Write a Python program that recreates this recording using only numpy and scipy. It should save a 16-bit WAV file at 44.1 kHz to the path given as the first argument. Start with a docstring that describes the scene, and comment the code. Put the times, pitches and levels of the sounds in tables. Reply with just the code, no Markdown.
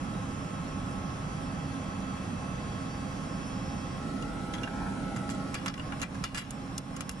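"""In a ship's engine room, a hand-held stereo recorder stands in ventilation and machinery roar: shaped noise.
An electric motor whines in steady, wavering sine tones. Close by, small metal parts are knocked and rattled:
sprays of tiny touches that ring the parts' modes. The recorder moves up to the engine casing, whose reflection
colours the roar, then draws back and turns away. Loud treble, as in the knocks, makes its gain control duck."""
import sys
import numpy as np
from scipy import signal
from scipy.fft import rfft, irfft
from scipy.io import wavfile
from scipy.ndimage import uniform_filter1d

SR = 44100
rng = np.random.default_rng(int(sys.argv[2]) if len(sys.argv) > 2 else 0)


def store_wav(level_fs):
    """Save 16-bit WAV to argv[1]."""
    pcm = np.round(np.clip(np.atleast_2d(level_fs), -1, 1) * 32767)
    wavfile.write(sys.argv[1], SR, pcm.T.astype(np.int16))


N = 317520   # length [samples]


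def from_db(db):
    """Decibels to gain."""
    return 10 ** (np.asarray(db) / 20)


def at_hz(points, hz):
    """Read a (frequency [Hz], value) table on a log-frequency axis."""
    table_hz, values = np.array(points).T
    return np.interp(np.log(hz), np.log(table_hz), values)


def curve(rows):
    """Columns of a time table at every sample."""
    s, *columns = np.transpose(rows)
    return [np.interp(np.arange(N) / SR, s, column) for column in columns]


def ramp(start_s, takes_s):
    """Rises from 0 to 1 from a moment on."""
    return np.clip((np.arange(N) / SR - start_s) / takes_s, 0, 1)


def drift(rate_hz):
    """Random wander of spread 1: noise through two one-pole low-passes, run at every 40th sample."""
    step = 40
    r = np.exp(-2 * np.pi * rate_hz * step / SR)
    settle = 4000   # filter start-up, discarded
    noise = rng.standard_normal(N // step + settle + 2)
    slow = signal.lfilter([1], [1, -2 * r, r * r], noise)[settle:]
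    return np.interp(np.arange(N) / step, np.arange(len(slow)), slow / slow.std())


def band(x, low_hz, high_hz):
    """Band-pass along the last axis."""
    return signal.sosfilt(signal.butter(2, [low_hz, high_hz], "band", fs=SR, output="sos"), x)


def vary_treble_bands(x):
    """Adds slow random level changes to narrow bands above 3.4 kHz."""
    spread_db, rate_hz = 2.0, 9.0
    hz, lines = np.arange(N // 2 + 1) * SR / N, rfft(x)
    edges = np.geomspace(3400, 12500, 19)
    out = x.copy()
    for low, high in zip(edges, edges[1:]):
        part = irfft(lines * ((hz >= low) & (hz < high)), N)
        out += (from_db(spread_db * drift(rate_hz)) - 1) * part
    return out


# Spectrum of the room's roar: (frequency [Hz], relative density [dB])
ROAR_SPECTRUM = [(15, -23), (22, -8), (34, -6), (62, -4), (88, -0.5), (181, -0.5), (228, -1.5), (255, -4),
                 (300, -6.5), (384, -13.5), (500, -19), (680, -13), (760, -13.5), (920, -17.5), (1200, -14),
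                 (1500, -17.5), (3390, -27), (3770, -30), (5350, -31.5), (7500, -36), (10500, -37),
                 (11300, -44), (12000, -38), (14000, -90)]
# Resonances in the roar: (frequency [Hz], width [Hz], lift [dB])
ROAR_RESONANCES = [(43.2, 17, 4), (156, 76, 3.5), (184.7, 6, 1.5), (194.3, 5.8, 7.5), (277, 8.1, 5.5),
                   (514.5, 91, 10.5), (612, 7.6, 9), (825, 41, 8.5), (1078, 66, 10), (1620, 7.7, 9)]
# Likeness of the two microphone ports: (frequency [Hz], correlation [-1 to 1])
PORT_LIKENESS = [(25, .998), (42, .997), (60, 1), (130, 0.96), (270, 0.95), (550, 0.39), (800, 0.57),
                 (1100, 0.12), (1700, 0.06), (2800, 0.33), (6000, 0.2), (8500, 0.92), (12000, 0.94)]
# Balance of the ports: (frequency [Hz], left minus right [dB])
PORT_BALANCE = [(60, -1), (130, -2), (270, -6.5), (580, -1.5), (1240, -1), (2650, 0), (5670, -1),
                (12100, 0)]
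# Lead of the left port, as the ports lie apart: (frequency [Hz], phase [rad])
PORT_LEAD = [(300, 0.13), (800, 0.15), (1100, 0.18), (1600, 0.31), (2800, 0.88), (7000, 1), (9000, 0.51)]
# Change of the roar's colour near the casing: (frequency [Hz], level [dB])
NEAR_COLOUR = [(40, -0.5), (100, -3), (200, 0), (400, 3), (700, -4), (900, 1), (980, 1), (1030, -5.5),
               (1100, -1.5), (1200, -8.5), (1400, 5), (1550, -4), (1800, -1.5), (2100, -1), (2450, -2),
               (2850, -1.5), (4000, 0), (8000, 0), (12000, 0)]
# Strength of the casing's reflection: (frequency [Hz], level [dB])
CASING_REFLECTION = [(350, -30), (650, -8), (900, -3), (1900, -3), (2500, -10), (4000, -30)]
# Detour of the reflection to the recorder: (time [s], path [m])
REFLECTION_DETOUR = [(3.9, .575), (4.2, .53), (4.5, .455), (4.85, .42), (5.1, .475), (5.4, .535),
                     (5.6, .58)]


def roar(near, change_db):
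    """Diffuse stereo noise with resonances; near the casing a delayed reflection carves moving dips into it."""
    level_db, echo_waver_db = -36, 2.5
    hz = np.maximum(np.arange(N // 2 + 1) * SR / N, 1)
    left_right = np.array([[1], [-1]])

    shape_db = at_hz(ROAR_SPECTRUM, hz)
    for centre_hz, width_hz, lift_db in ROAR_RESONANCES:
        shape_db = shape_db + lift_db / (1 + (2 * (hz - centre_hz) / width_hz) ** 2)

    # shared and opposed noise set the likeness of the ports
    alike = np.clip(at_hz(PORT_LIKENESS, hz), -1, 1)
    mid, side = rfft(rng.standard_normal((2, N)))
    pair = np.sqrt(1 + alike) * mid + np.sqrt(1 - alike) * side * left_right
    pair = pair * from_db(shape_db + at_hz(PORT_BALANCE, hz) / 2 * left_right)
    pair[0] *= np.exp(1j * at_hz(PORT_LEAD, hz))

    near_pair = pair * from_db(at_hz(NEAR_COLOUR, hz))
    far, close = irfft(pair, N), irfft(near_pair, N)
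    echo = irfft(near_pair * from_db(at_hz(CASING_REFLECTION, hz)), N)
    late = np.arange(N) - curve(REFLECTION_DETOUR)[0] / 343 * SR   # speed of sound 343 m/s
    echo = np.array([np.interp(late, np.arange(N), port) for port in echo])
    echo_gain = from_db(echo_waver_db * drift(3.6))   # comes and goes as the hand shakes
    blend = far + near * (close - far) + near * echo_gain * echo
    return from_db(level_db + change_db) * vary_treble_bands(blend) / far.mean(axis=0).std()


# Motor whine at multiples of the slot tone; the levels are at a distance, settled, before any change:
# (multiple, rms level [dB], left minus right [dB], left lead [rad], change before settling [dB],
#  change near the casing [dB], change once drawn back [dB])
SLOT_TONES = [(1, -65, 2, 4.1, -1, 9.5, -2), (2, -52, -5, 2.07, 3.5, 2, -2.5),
              (3, -65.5, -1, 2, -10, -2, -6), (4, -63.5, -7.5, 0.1, -1, -7, -3.5),
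              (5, -62.5, -2, 1.37, -1.5, -8, -4), (6, -72.5, -6, 1, -3, 1.5, 1),
              (7, -66, 1, 0.11, -10, -19, -9), (8, -68.5, -2, 0.1, -4, -25, -13),
              (9, -67.5, 1, 0.11, -3, -4, -5), (10, -65, -3, 2.9, -1, -17, -2),
              (11, -79, 15, 0.46, 0, -7, -4), (12, -117, 2, 0.5, -3, -6, 1), (13, -88, 0, 0.5, 0, 8, 5),
              (14, -83, 0, 0.5, 0, 4, 5), (15, -84, 0, 0.5, 0, -2, 0), (16, -86, 0, 0.5, 0, 0, 0),
              (17, -88, -16, 0.5, 2, -14, -4), (18, -69.5, 2, 2.9, 2, -20, 6)]
# Further steady motor tones: (frequency [Hz], then the same columns as the slot tones)
SIDE_TONES = [(269.6, -47, -5, .1, 0, 0, 0), (819, -64, -2, .5, 0, 6.5, 0), (5658, -80, 0, 1, 0, -4, 0),
              (6013, -79, 0, 1, 0, 2, 0), (6968, -76, 0, 1.4, 0, -3, 0), (7324, -84, 0, 1, 0, 5, 0)]
# Course of the high motor tone before wavering: (time [s], rms level [dB])
HIGH_TONE_COURSE = [(0, -67), (1, -64.5), (2.4, -68), (3.7, -58), (4.1, -64.5), (4.9, -79), (5.8, -64),
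                    (6.4, -63), (7.2, -61)]


def whine(near, drawn_back):
    """Sine tones of a motor; each wavers in level and phase as standing waves shift around the recorder."""
    slot_hz, high_tone_hz = 655.0, 5359.0
    waver_db, wander_db, sway_rad = 2.0, 1.0, .5
    back_lead = 0.38   # extra share of each tone's lead once drawn back
    t, out = np.arange(N) / SR, np.zeros((2, N))
    unsettled = 1 - ramp(1, 0.38)   # the hand settles into its stance
    side = 1 - near   # up close both ports hear the tone alike

    tones = [(multiple * slot_hz, *rest) for multiple, *rest in SLOT_TONES] + SIDE_TONES
    tones += [(high_tone_hz, curve(HIGH_TONE_COURSE)[0], -2, .3, 0, 0, 0)]
    for hz, db, pan_db, lead_rad, early_db, near_db, back_db in tones:
        phase = 2 * np.pi * (hz * t + rng.random()) + sway_rad * drift(0.86)
        place_db = early_db * unsettled + near_db * near + back_db * drawn_back
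        moving_db = waver_db * drift(16.8) + wander_db * drift(0.93)
        peak = np.sqrt(2) * from_db(db + moving_db + place_db)   # rms to peak
        lead = lead_rad * (side + back_lead * drawn_back)
        out[0] += peak * from_db(side * pan_db / 2) * np.sin(phase + lead)
        out[1] += peak * from_db(-side * pan_db / 2) * np.sin(phase)
    return out


# Knocks close to the recorder, nominal levels ahead of its gain control; bands relative to 2-4 kHz:
# (time [s], peak level at 2-4 kHz [dB], below 2 kHz [dB], 4-7 kHz [dB], above 7 kHz [dB],
#  left minus right [dB], rattle decay [s], favoured mode [Hz])
KNOCKS = [(4.222, -37, -13, -7, -11, 1, 0.012, 2900), (4.535, -31.5, -1.5, -7, -13, 0, 0.019, 3280),
          (4.581, -40.5, 4, -10, -14, 0, .012, 3350), (4.631, -29.5, -3, -13, -19, -6, 0.014, 2830),
          (4.674, -39, 14.5, -11, -25, 0, 0.0083, 1500), (5.161, -43.5, 10, 1.5, -2, -2, 0.025, 7600),
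          (5.291, -34, 5, -4, -7, 4, 0.0036, 4750), (5.298, -39, 0, -1, 1, -3, 0.026, 7600),
          (5.346, -44, -4, -1, 0, 0, 0.0088, 7600), (5.541, -26, -6, -10, -5, -2, 0.009, 2300),
          (5.55, -34, 2.5, -5, -13, 2, 0.034, 4800), (5.659, -28, 3.5, -10, -4, -4, 0.015, 1380),
          (5.679, -26.5, 2.5, -2.5, -11, 0, 0.017, 5350), (5.738, -29, -4, -7, -13, 2, 0.0091, 5270),
          (5.775, -36, 4, -10, -10, 1, 0.0092, 2800), (5.795, -28, -1, -17, -19, 1, 0.0054, 2750),
          (5.921, -36, 8.5, -13, -16, 2, 0.01, 2780), (5.996, -43, 2, -6, -1, 0, 0.014, 2700),
          (6.015, -27, -7, -8, -5, -2, 0.02, 6500), (6.027, -33, 8, -5, -4, 12, 0.011, 2400),
          (6.144, -47, 12, 2, -3, -1, 0.014, 1670), (6.238, -24.5, -0.5, -4, -5.5, 0, 0.0085, 4850),
          (6.246, -31, -10, -16, -12, 0.5, 0.043, 2830), (6.304, -52, -4, -12, -14, 2, 0.031, 2830),
          (6.345, -30.5, 0.5, -6.5, -6, 0, 0.049, 7620), (6.373, -29, -2, -6.5, -8, -10, 0.026, 7620),
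          (6.377, -32.5, -3, -9, -1.5, 8, 0.038, 11250), (6.506, -40, -6, -2, 13, 0, 0.0071, 9450),
          (6.778, -36, -20, 10.5, 12, 1, 0.0059, 4400), (6.963, -37, -4, -6, 3.5, -3, 0.0083, 6550),
          (7.006, -31, 1, -4, 1, 6, 0.0083, 2700), (7.0923, -29, -5, -3.5, 5, 3, 0.0058, 6650),
          (7.111, -51, -2, 1, 9, 0, 0.024, 10600), (7.137, -47, -26, -27, -30, 9, 0.01, 3350)]
# Modes of the knocked parts, before chance: (frequency [Hz], relative level [dB], 60 dB decay [s])
PART_MODES = [(1150, -2, .025), (1360, 0, .025), (1500, -3, .03), (1680, 0, .025), (2000, -2, .022),
              (2380, -1, .022), (2830, 1, .035), (3350, 0, .022), (4000, -2, .015), (4780, 0, .015),
              (5280, 0, .018), (6000, -3, .012), (6550, 2, .012), (6950, 0, .012), (7630, 1, .02),
              (9450, 0, .009), (10600, 0, .009), (11250, 0, .015)]


def ring_parts(spray, ring_db, favoured_hz):
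    """The touches and the modes they ring as resonators; strengths and pitches vary by knock."""
    spread_db, detune, favour_db = 3, .015, 9.5
    sound = spray.copy()
    chance = rng.standard_normal((len(PART_MODES), 2))
    for (hz, mode_db, ring_s), (luck, grip) in zip(PART_MODES, chance):
        r = from_db(-60 / (ring_s * SR))
        w = 2 * np.pi * hz * (1 + detune * grip) / SR
        favour = np.exp(-(np.log(hz / favoured_hz) / .05) ** 2)
        gain = from_db(mode_db + ring_db + spread_db * luck + favour_db * favour)
        # the tiny offset keeps the filter out of denormal numbers
        sound += signal.lfilter([gain, 0, -gain], [1, -2 * r * np.cos(w), r * r], spray + 1e-18)
    return sound


def knocks(touches_per_s, ring_db, alike, rise_s, tail_s, thump_db):
    """A knock is a short spray of tiny touches: a broad crack, the parts' modes, a dull push and a tail."""
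    grain, first_touch = .75, 2.5   # unevenness of touches; size of the firm contact ending the build-up
    tail_db, treble_loss = -21, .6   # tail under the rattle; extra nepers lost over the rattle decay
    crest = 3.5   # nominal peak of a rattle over its rms
    lags = (1, 8)   # the right port hears shared touches by two paths [samples late]
    out, size = np.zeros((2, N)), SR // 4
    t, share = np.arange(size) / SR, np.clip(alike, 0, 1)
    left_right = np.array([[1], [-1]])

    for s, db, low_db, upper_db, top_db, pan_db, length, favoured_hz in KNOCKS:
        # one row common to both ports, then one row for each
        touch = rng.standard_normal((3, size)) * rng.exponential(1, (3, size)) ** grain
        touch *= rng.random((3, size)) < touches_per_s / SR
        touch[:, round(rise_s * SR)] = first_touch * rng.choice([-1, 1], 3)
        right = sum(np.roll(touch[0], lag) for lag in lags) / np.sqrt(2)
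        spray = share * np.array([touch[0], right]) + (1 - share) * touch[1:]
        shape = np.exp(-t / max(length, .002)) + from_db(tail_db - 60 * t / tail_s)
        spray = spray * shape * np.minimum(t / rise_s, 1)

        sound = ring_parts(spray, ring_db, favoured_hz)
        edges = ((600, 2000), (2000, 4000), (4000, 7000), (7000, 12300))
        parts = [band(sound, *edge) for edge in edges]
        parts[2:] = [part * np.exp(-treble_loss * t / length) for part in parts[2:]]
        # alternate signs keep the band crossings filled
        gains = from_db([low_db, 0, upper_db, top_db]) * [1, -1, 1, -1]
        mix = np.zeros((2, size))
        for gain, part in zip(gains, parts):
            rms = np.sqrt(np.sum(part ** 2) / (2 * length * SR))
            mix += gain * part / (crest * rms)
        # the push on the casing
        mix -= from_db(thump_db) * np.sin(2 * np.pi * 80.0 * t) * np.exp(-t / 0.012)

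        at = round(s * SR)
        out[:, at:at + size] += (from_db(db + pan_db / 2 * left_right) * mix)[:, :N - at]
    return out


def scene():
    """The recorder moves up to the casing, stays, draws back and turns away from the roar."""
    drawn_back = ramp(5.41, 0.3)
    near = ramp(3.91, 0.23) - drawn_back
    away = ramp(5.62, 1)
    near_roar_db, turn_db = 1, -3
    background = roar(near, near_roar_db * near + turn_db * away)
    motor = from_db(turn_db * away) * whine(near, drawn_back)
    # alike: share of the touches common to both ports
    hits = knocks(touches_per_s=3500.0, ring_db=-34, alike=.5, rise_s=.0018, tail_s=0.23, thump_db=-13.0)
    return background + motor + hits


def gain_control(x, start_db, slope, window_s, release_db_s, smooth_s):
    """Treble level above a threshold pulls the gain down; it climbs back at a steady rate, smoothed."""
    power = uniform_filter1d(np.mean(band(x, 1500, 11000) ** 2, axis=0), int(window_s * SR))
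    cut_db = slope * np.maximum(10 * np.log10(power + 1e-12) - start_db, 0)
    release_db = release_db_s * np.arange(N) / SR
    held_db = np.maximum.accumulate(cut_db + release_db) - release_db
    r = np.exp(-1 / (smooth_s * SR))
    smooth_cut_db = signal.lfilter([(1 - r) ** 2], [1, -2 * r, r * r], held_db)
    # the deepest rumble is not ducked
    deep = signal.sosfilt(signal.butter(1, 50.0, fs=SR, output="sos"), x)
    return deep + (x - deep) * from_db(-smooth_cut_db)


def record(dry):
    """The recorder's gain control, rounding of peaks, then a steep cut of the top."""
    wet = gain_control(dry, start_db=-38.5, slope=0.99, window_s=0.0048, release_db_s=85.0, smooth_s=.018)
    ceiling = .13
    wet = ceiling * np.tanh(wet / ceiling)
    return signal.sosfilt(signal.cheby2(12, 70, 13000, fs=SR, output="sos"), wet)   # 70 dB down from 13 kHz


dry = scene()
out = record(dry)
store_wav(out)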